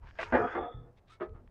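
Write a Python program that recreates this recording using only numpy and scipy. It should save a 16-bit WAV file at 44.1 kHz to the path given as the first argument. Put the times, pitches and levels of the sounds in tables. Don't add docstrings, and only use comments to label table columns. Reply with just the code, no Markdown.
import sys
import numpy as np
from scipy import signal
from scipy.fft import rfft, irfft
from scipy.io import wavfile
from scipy.ndimage import uniform_filter1d

SR = 44100
rng = np.random.default_rng(int(sys.argv[2]) if len(sys.argv) > 2 else 0)


def to_wav(sig):
    pcm = np.clip(np.atleast_2d(sig), -1, 1) * 32767
    pcm = np.round(pcm).astype(np.int16)
    wavfile.write(sys.argv[1], SR, pcm.T)


def voltage_ratio(level):
    return 10 ** (np.asarray(level, float) / 20)


N = 66150
SPAN = 2 ** 14

# frequency in Hz, level in dB.
SITE_SPECTRUM = [(30, -7.5), (100, 0.5), (200, -9.5), (700, -13.5), (1500, -25.5), (3000, -37.5),
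                 (6000, -43), (15500, -50.5)]
# time in seconds, level in dB.
GUSTS = [(0.0, -61.5), (0.028, -47.5), (0.174, -61), (0.358, -45.5), (0.38, -57), (0.54, -60), (0.622, -52),
         (0.665, -64), (0.725, -66), (0.78, -47), (0.85, -62), (0.93, -66.5), (1.22, -68.5), (1.26, -64),
         (1.3, -48.5), (1.332, -46), (1.44, -62), (1.49, -56)]
# start in seconds, frequency in Hz, level in dB,
# time to fall by 60 dB in seconds.
GROUND_THUDS = [(.332, 68, -34, .3), (.402, 110, -35, .2), (.56, 82, -48, .3), (.61, 75, -44, .2),
                (.743, 80, -38, .15), (.76, 45, -40, .25), (.745, 120, -43, .6), (.755, 155, -48, .4),
                (1.245, 190, -50, .15), (.62, 145, -48, .15), (.335, 135, -42, .2), (.42, 180, -44, .15),
                (1.305, 100, -49, .2)]
# time in seconds, pitch in Hz, level in dB.
SQUEAL_PATH = [
    (.42, 3280, -80),
    (.44, 3290, -64),
    (.505, 3330, -66),
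    (.525, 3410, -62),
    (.62, 3450, -63),
    (.75, 3470, -68),
    (.81, 3480, -78),
    (.88, 3480, -95),
]
# time in seconds, level in dB.
CRACKLE_LEVEL = [
    (.02, -99),
    (.08, -85),
    (.16, -81.5),
    (.3, -77),
    (.38, -73),
    (.5, -78.5),
    (.53, -72),
    (.6, -90),
    (.66, -103.5),
]
# centre in Hz, width in Hz, level in dB.
SNAP_BANDS = [(5040, 1000, -0.5), (6550, 460, -2.5)]
# start in seconds, length in seconds, level in dB,
# tilt in dB per octave, singing frequency in Hz.
STROKES = [(0, 0.11, -60, -8.5, 970), (.035, 0.1, -60, -3, 1610), (0.108, 0.15, -59, -4.5, 1640),
           (0.178, 0.093, -44, -0.5, 2550), (0.251, .08, -76.5, 12.5, 6500),
           (0.959, 0.047, -73.5, 0.5, 3460), (.965, 0.037, -75.5, 0, 2360), (1.051, .14, -65, -0.5, 3700),
           (1.081, .09, -71.5, 7, 8500), (1.19, .085, -58, -7, 3500), (.31, .13, -50, -11, 2800),
           (.23, .07, -58, 0, 2400), (1.313, .12, -60.5, -12.5, 1270)]
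# frequency in Hz, level in dB.
GRIT_SPECTRUM = [(500, 4), (1250, 4.5), (2600, -1.5), (4000, -9), (5500, -13.5), (7300, -22.5), (8500, -28),
                 (14000, -51.5)]
# start in seconds, peak level in dB, frequency in Hz.
DRY_TICKS = [(.2304, -22, 1450), (.2328, -27, 1050), (.110, -45, 1700), (.3025, -41, 1400),
             (1.4762, -54, 1800), (.072, -46, 1600), (.181, -48, 1600), (.313, -42, 1400),
             (.684, -70, 6500), (1.294, -60, 2300), (.2306, -48, 4200), (.551, -31, 900),
             (.5525, -42, 1400), (.3234, -30, 1500), (.1885, -33, 1500), (.2115, -33, 1500),
             (.284, -62, 5500), (.304, -62, 6000), (.522, -60, 6000), (.93, -72, 6000), (.478, -38, 1100)]
# start in seconds, driven time in seconds,
# frequency in Hz, level in dB, time to fall by 60 dB in seconds.
HELD_MODES = [(.1885, .013, 660, -36.5, .05), (.188, .006, 1600, -46, .04), (.237, .05, 955, -53, .15),
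              (.33, .032, 250, -31, .1), (.333, .03, 505, -32, 0.089), (.338, .03, 558, -32, .2),
              (.34, .018, 877, -33, .1), (.355, .025, 708, -33, 0.13), (.326, .03, 1040, -40.5, 0.18),
              (.326, .025, 1200, -38.5, .1), (.335, .04, 1468, -40.5, 0.37), (.335, .03, 1666, -40, .3),
              (.33, .025, 1906, -40, 0.12), (.33, 0.025, 2400, -50, .3), (.345, 0.034, 1349, -43.5, 0.33),
              (.36, 0.026, 338, -38.5, 0.13), (.415, .042, 704, -34, .08), (.39, .025, 445, -35, .1),
              (.42, 0.046, 1210, -43, 0.25), (.41, .05, 1272, -44.5, 0.39), (.43, .03, 256, -41, .08),
              (.44, 0.016, 484, -40, 0.092), (.551, .05, 350, -39.5, 0.064), (.56, 0.018, 460, -40, .15),
              (.553, 0.042, 1175, -43, 0.22), (.57, .02, 780, -39, .1), (.551, 0.016, 2080, -52, .13),
              (.615, 0.036, 722, -43, .06), (.655, 0.034, 720, -44, 0.07), (.63, .06, 1255, -50.5, 0.2),
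              (.73, .07, 1280, -66, 0.16), (.615, .085, 475.5, -49, .1), (1.088, 0.023, 1230, -62, 0.068),
              (1.117, 0.031, 1326, -62, 0.053), (1.12, .025, 2200, -73.5, .15),
              (1.205, .03, 355, -38.5, .08), (1.205, .016, 405, -38.5, .12), (1.208, .025, 624, -45, 0.18),
              (1.202, 0.024, 1230, -50, 0.16), (1.28, .03, 437.4, -56, .12)]
# start in seconds, length in seconds, level in dB,
# tilt in dB per octave, favoured mode in Hz.
PLATE_KNOCKS = [(0.1868, 0.014, -39, 8.5, 660), (0.207, 0.016, -41.5, 2, 1580),
                (.238, 0.084, -52, 5.5, 955), (.3232, .016, -28, 1, 1600), (0.338, 0.0073, -28, 2, 520),
                (0.35, 0.011, -27, 4, 846), (0.363, .035, -33, 1, 399.5), (0.401, 0.059, -34.5, 0, 1330),
                (0.471, 0.076, -41, 5, 1500), (0.5505, .02, -36.5, 0.5, 1098),
                (.573, 0.021, -37.5, 0.5, 800), (.605, 0.03, -41.5, -0.5, 567), (.645, 0.03, -46, 0, 696),
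                (.70, 0.029, -54.5, -1.5, 506), (.72, 0.17, -60, -4, 500), (1.1997, .008, -49, 1, 1250),
                (1.208, .016, -41, 3, 800), (1.235, .025, -51, -1, 450), (1.281, 0.16, -63, -9, 394)]
# frequency in Hz, level in dB, time to fall by 60 dB in seconds.
STRONG_MODES = [(250, 4.5, 0.14), (345.6, 14, 0.11), (439.7, 15.5, 0.091), (486.7, 4.5, 0.41),
                (520, 10.5, 0.089), (570, 3, 0.071), (660, 4, 0.2), (704.7, 5.5, 0.22), (873, -8, 0.22),
                (955, -3, 0.21), (1215.5, 0, 0.37), (1278, -0.5, 0.47), (1380, -4, .3), (1730, -2, .1)]
# frequency in Hz, level in dB.
WEAK_MODES = [(90, -10.5), (180, -10.5), (300, -6), (800, -1), (1800, -5), (2600, -18), (4000, -28.5),
              (7000, -31)]

EVEN_SHARE = 0.7


def rms_one(x):
    return x / np.sqrt(np.mean(np.abs(x) ** 2) + 1e-20)


def at_hz(points, hz):
    point_hz, db = np.transpose(points)
    return np.interp(np.log(hz), np.log(point_hz), db)


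def filtered(sound, order, hz, kind="low"):
    return signal.sosfilt(signal.butter(order, hz, kind, fs=SR, output="sos"), sound)


def grains(per_s, spread_db):
    sizes = voltage_ratio(spread_db * np.minimum(rng.exponential(1, SPAN), 4))
    signs = rng.choice([-1, 1], SPAN)
    return rms_one(sizes * signs * (rng.random(SPAN) < per_s / SR))


def add(out, s, sound):
    i = int(s * SR)
    out[i:i + len(sound)] += sound[:len(out) - i]


def evened(sound, until_s, over_s):
    level = np.sqrt(uniform_filter1d(sound ** 2, int(over_s * SR)) + 1e-20)
    level = level[np.minimum(np.arange(len(sound)), int(until_s * SR))]
    return sound / np.maximum(level / level[-1], 0.25) ** EVEN_SHARE


def site():
    hz = np.arange(1, N // 2 + 2) * SR / N
    spectrum = rfft(rng.standard_normal(N)) * voltage_ratio(at_hz(SITE_SPECTRUM, hz)) * (hz > 25)
    return voltage_ratio(-66) * rms_one(irfft(spectrum, N))


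def wind():
    s, db = np.transpose(GUSTS)
    low = filtered(rng.standard_normal(N + SR), 1, [22, 68.4], "band")
    low = filtered(low, 4, 135.0)[SR:]
    lumps = np.sqrt(uniform_filter1d(low ** 2, int(0.03 * SR)))
    return voltage_ratio(np.interp(np.arange(N) / SR, s, db)) * rms_one(low / lumps ** EVEN_SHARE)


def thud():
    out, t = np.zeros(N), np.arange(SPAN) / SR
    soft_start = 1 - np.exp(-t / 0.0027)
    for s, hz, db, t60 in GROUND_THUDS:
        add(out, s, voltage_ratio(db - 60 * t / t60) * np.sin(2 * np.pi * hz * t) * soft_start)
    return out


def squeal():
    s, hz, db = np.transpose(SQUEAL_PATH)
    t = np.arange(N) / SR
    slip = filtered(rng.standard_normal((2, N)), 4, 130)
    rough = np.clip((t - 0.49) / 0.03, 0.35, 0.9)
    smear = np.sqrt(1 - rough ** 2) + rough * rms_one(slip[0] + 1j * slip[1])
    tone = smear * np.exp(2j * np.pi * np.cumsum(np.interp(t, s, hz)) / SR)
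    return np.sqrt(2) * voltage_ratio(np.interp(t, s, db, left=-150, right=-150)) * tone.real


def crackle():
    s, db = np.transpose(CRACKLE_LEVEL)
    snaps = np.concatenate([grains(per_s=500, spread_db=2.5) for _ in range(N // SPAN + 1)])[:N]
    snaps = snaps + 0.5 * rng.standard_normal(N)
    bands = np.zeros(N)
    for hz, width, band_db in SNAP_BANDS:
        bands += voltage_ratio(band_db) * filtered(snaps, 2, [hz - width / 2, hz + width / 2], "band")
    return voltage_ratio(np.interp(np.arange(N) / SR, s, db, left=-150, right=-150)) * rms_one(bands)


def scrapes():
    sing_db, sing_octaves = 8, 0.17
    out, t = np.zeros(N), np.arange(SPAN) / SR
    hz = np.arange(1, SPAN // 2 + 2) * SR / SPAN
    for s, length, level_db, tilt_db, sing_hz in STROKES:
        singing = sing_db * np.exp(-(np.log2(hz / sing_hz) / sing_octaves) ** 2)
        colour = voltage_ratio(at_hz(GRIT_SPECTRUM, hz) + tilt_db * np.log2(hz / 2000) + singing)
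        colour = colour * hz ** 2 / (hz ** 2 + 1180.0 ** 2)
        sound = rms_one(irfft(rfft(grains(per_s=2200, spread_db=3.0)) * colour, SPAN))
        stroke = np.sin(np.pi * np.minimum(t / length, 1)) ** 2
        add(out, s, voltage_ratio(level_db) * sound * stroke)
    return out


def ticks():
    fall_cycles = 4.5
    out, t = np.zeros(N), np.arange(2000) / SR
    for s, db, hz in DRY_TICKS:
        rise = np.minimum(1.5 * t * hz, 1) ** 2
        for ratio in (0.72, 1, 1.35, 1.8):
            level = voltage_ratio(db - 3 - 12 * abs(np.log2(ratio)) - 20 * t * hz / fall_cycles)
            add(out, s, level * rise * np.cos(2 * np.pi * hz * ratio * (t - 0.75 / hz)))
    return out


def rings():
    onset_s, roughness, wobble_hz = 0.003, 0.45, 50.0
    out, i = np.zeros(N), np.arange(SPAN)
    t = i / SR
    for s, length, hz, db, t60 in HELD_MODES:
        a, b = filtered(rng.standard_normal((2, 2 * SPAN)), 2, wobble_hz)[:, SPAN:]
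        wobble = rms_one(a + 1j * b)
        feed = 1 + roughness * wobble[np.minimum(i, int(length * SR) + i // 4)]
        shape = (1 - np.exp(-t / onset_s)) * voltage_ratio(db + 3 - 60 * np.maximum(t - length, 0) / t60)
        tone = np.exp(2j * np.pi * (hz * t + rng.random()))
        add(out, s, shape * (feed * tone).real)
    return out


def plate_modes():
    weak_hz = np.geomspace(90, 7000, 260) * voltage_ratio(0.094 * rng.standard_normal(260))
    hz, db, t60 = np.transpose(STRONG_MODES)
    hz, db = np.r_[hz, weak_hz], np.r_[db, at_hz(WEAK_MODES, weak_hz)]
    t60 = np.r_[t60, 0.17 * (weak_hz / 1000) ** -0.2][:, None]
    z = np.exp(-2j * np.pi * np.arange(SPAN // 2 + 1) / SPAN)
    r = voltage_ratio(-60 / (t60 * SR))
    w = 2 * np.pi * hz[:, None] / SR
    response = np.sin(w) * z / (1 - 2 * r * np.cos(w) * z + r * r * z * z)
    return hz, db, response.astype(np.complex64)


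def impact_force(length):
    first_blow, onset_s, fall_s = 2.6, 0.0013, 0.0013
    t = np.arange(SPAN) / SR
    force = grains(per_s=1500, spread_db=3)
    force[0] = 1
    force = force * (1 + first_blow * np.exp(-t / onset_s))
    force = force * np.exp(-np.maximum(t - length, 0) / fall_s)
    return filtered(force, 4, [170.0, 3090], "band")


def plate():
    favour_db, favour_octaves, spread_db = 8, 0.12, 1.5
    grip_t60_s = 0.53
    hz, db, modes = plate_modes()
    out, t = np.zeros(N), np.arange(SPAN) / SR
    for s, length, level_db, tilt_db, favoured_hz in PLATE_KNOCKS:
        favour = favour_db * np.exp(-(np.log2(hz / favoured_hz) / favour_octaves) ** 2)
        spread = spread_db * rng.standard_normal(len(hz))
        gains = voltage_ratio(db + tilt_db * np.log2(hz / 700) + favour + spread)
        gains = gains * rng.choice([-1, 1], len(hz))
        response = gains.astype(np.complex64) @ modes
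        sound = irfft(rfft(impact_force(length)) * response, SPAN)
        sound = sound * voltage_ratio(-60 * np.maximum(t - length, 0) / grip_t60_s)
        sound = evened(sound, length, over_s=0.005)
        contact = sound[:int((length + 0.01) * SR)]
        add(out, s, voltage_ratio(level_db) * sound / np.sqrt(np.mean(contact ** 2)))
    return out


def scene():
    background = site() + wind()
    grit = squeal() + crackle() + scrapes()
    steel = ticks() + rings() + plate()
    return (background + thud() + grit + steel)[None]


def top_cut(x):
    return signal.sosfilt(signal.butter(12, 15500, fs=SR, output="sos"), x)


def record(dry):
    return top_cut(dry)


dry = scene()
out = record(dry)
to_wav(out)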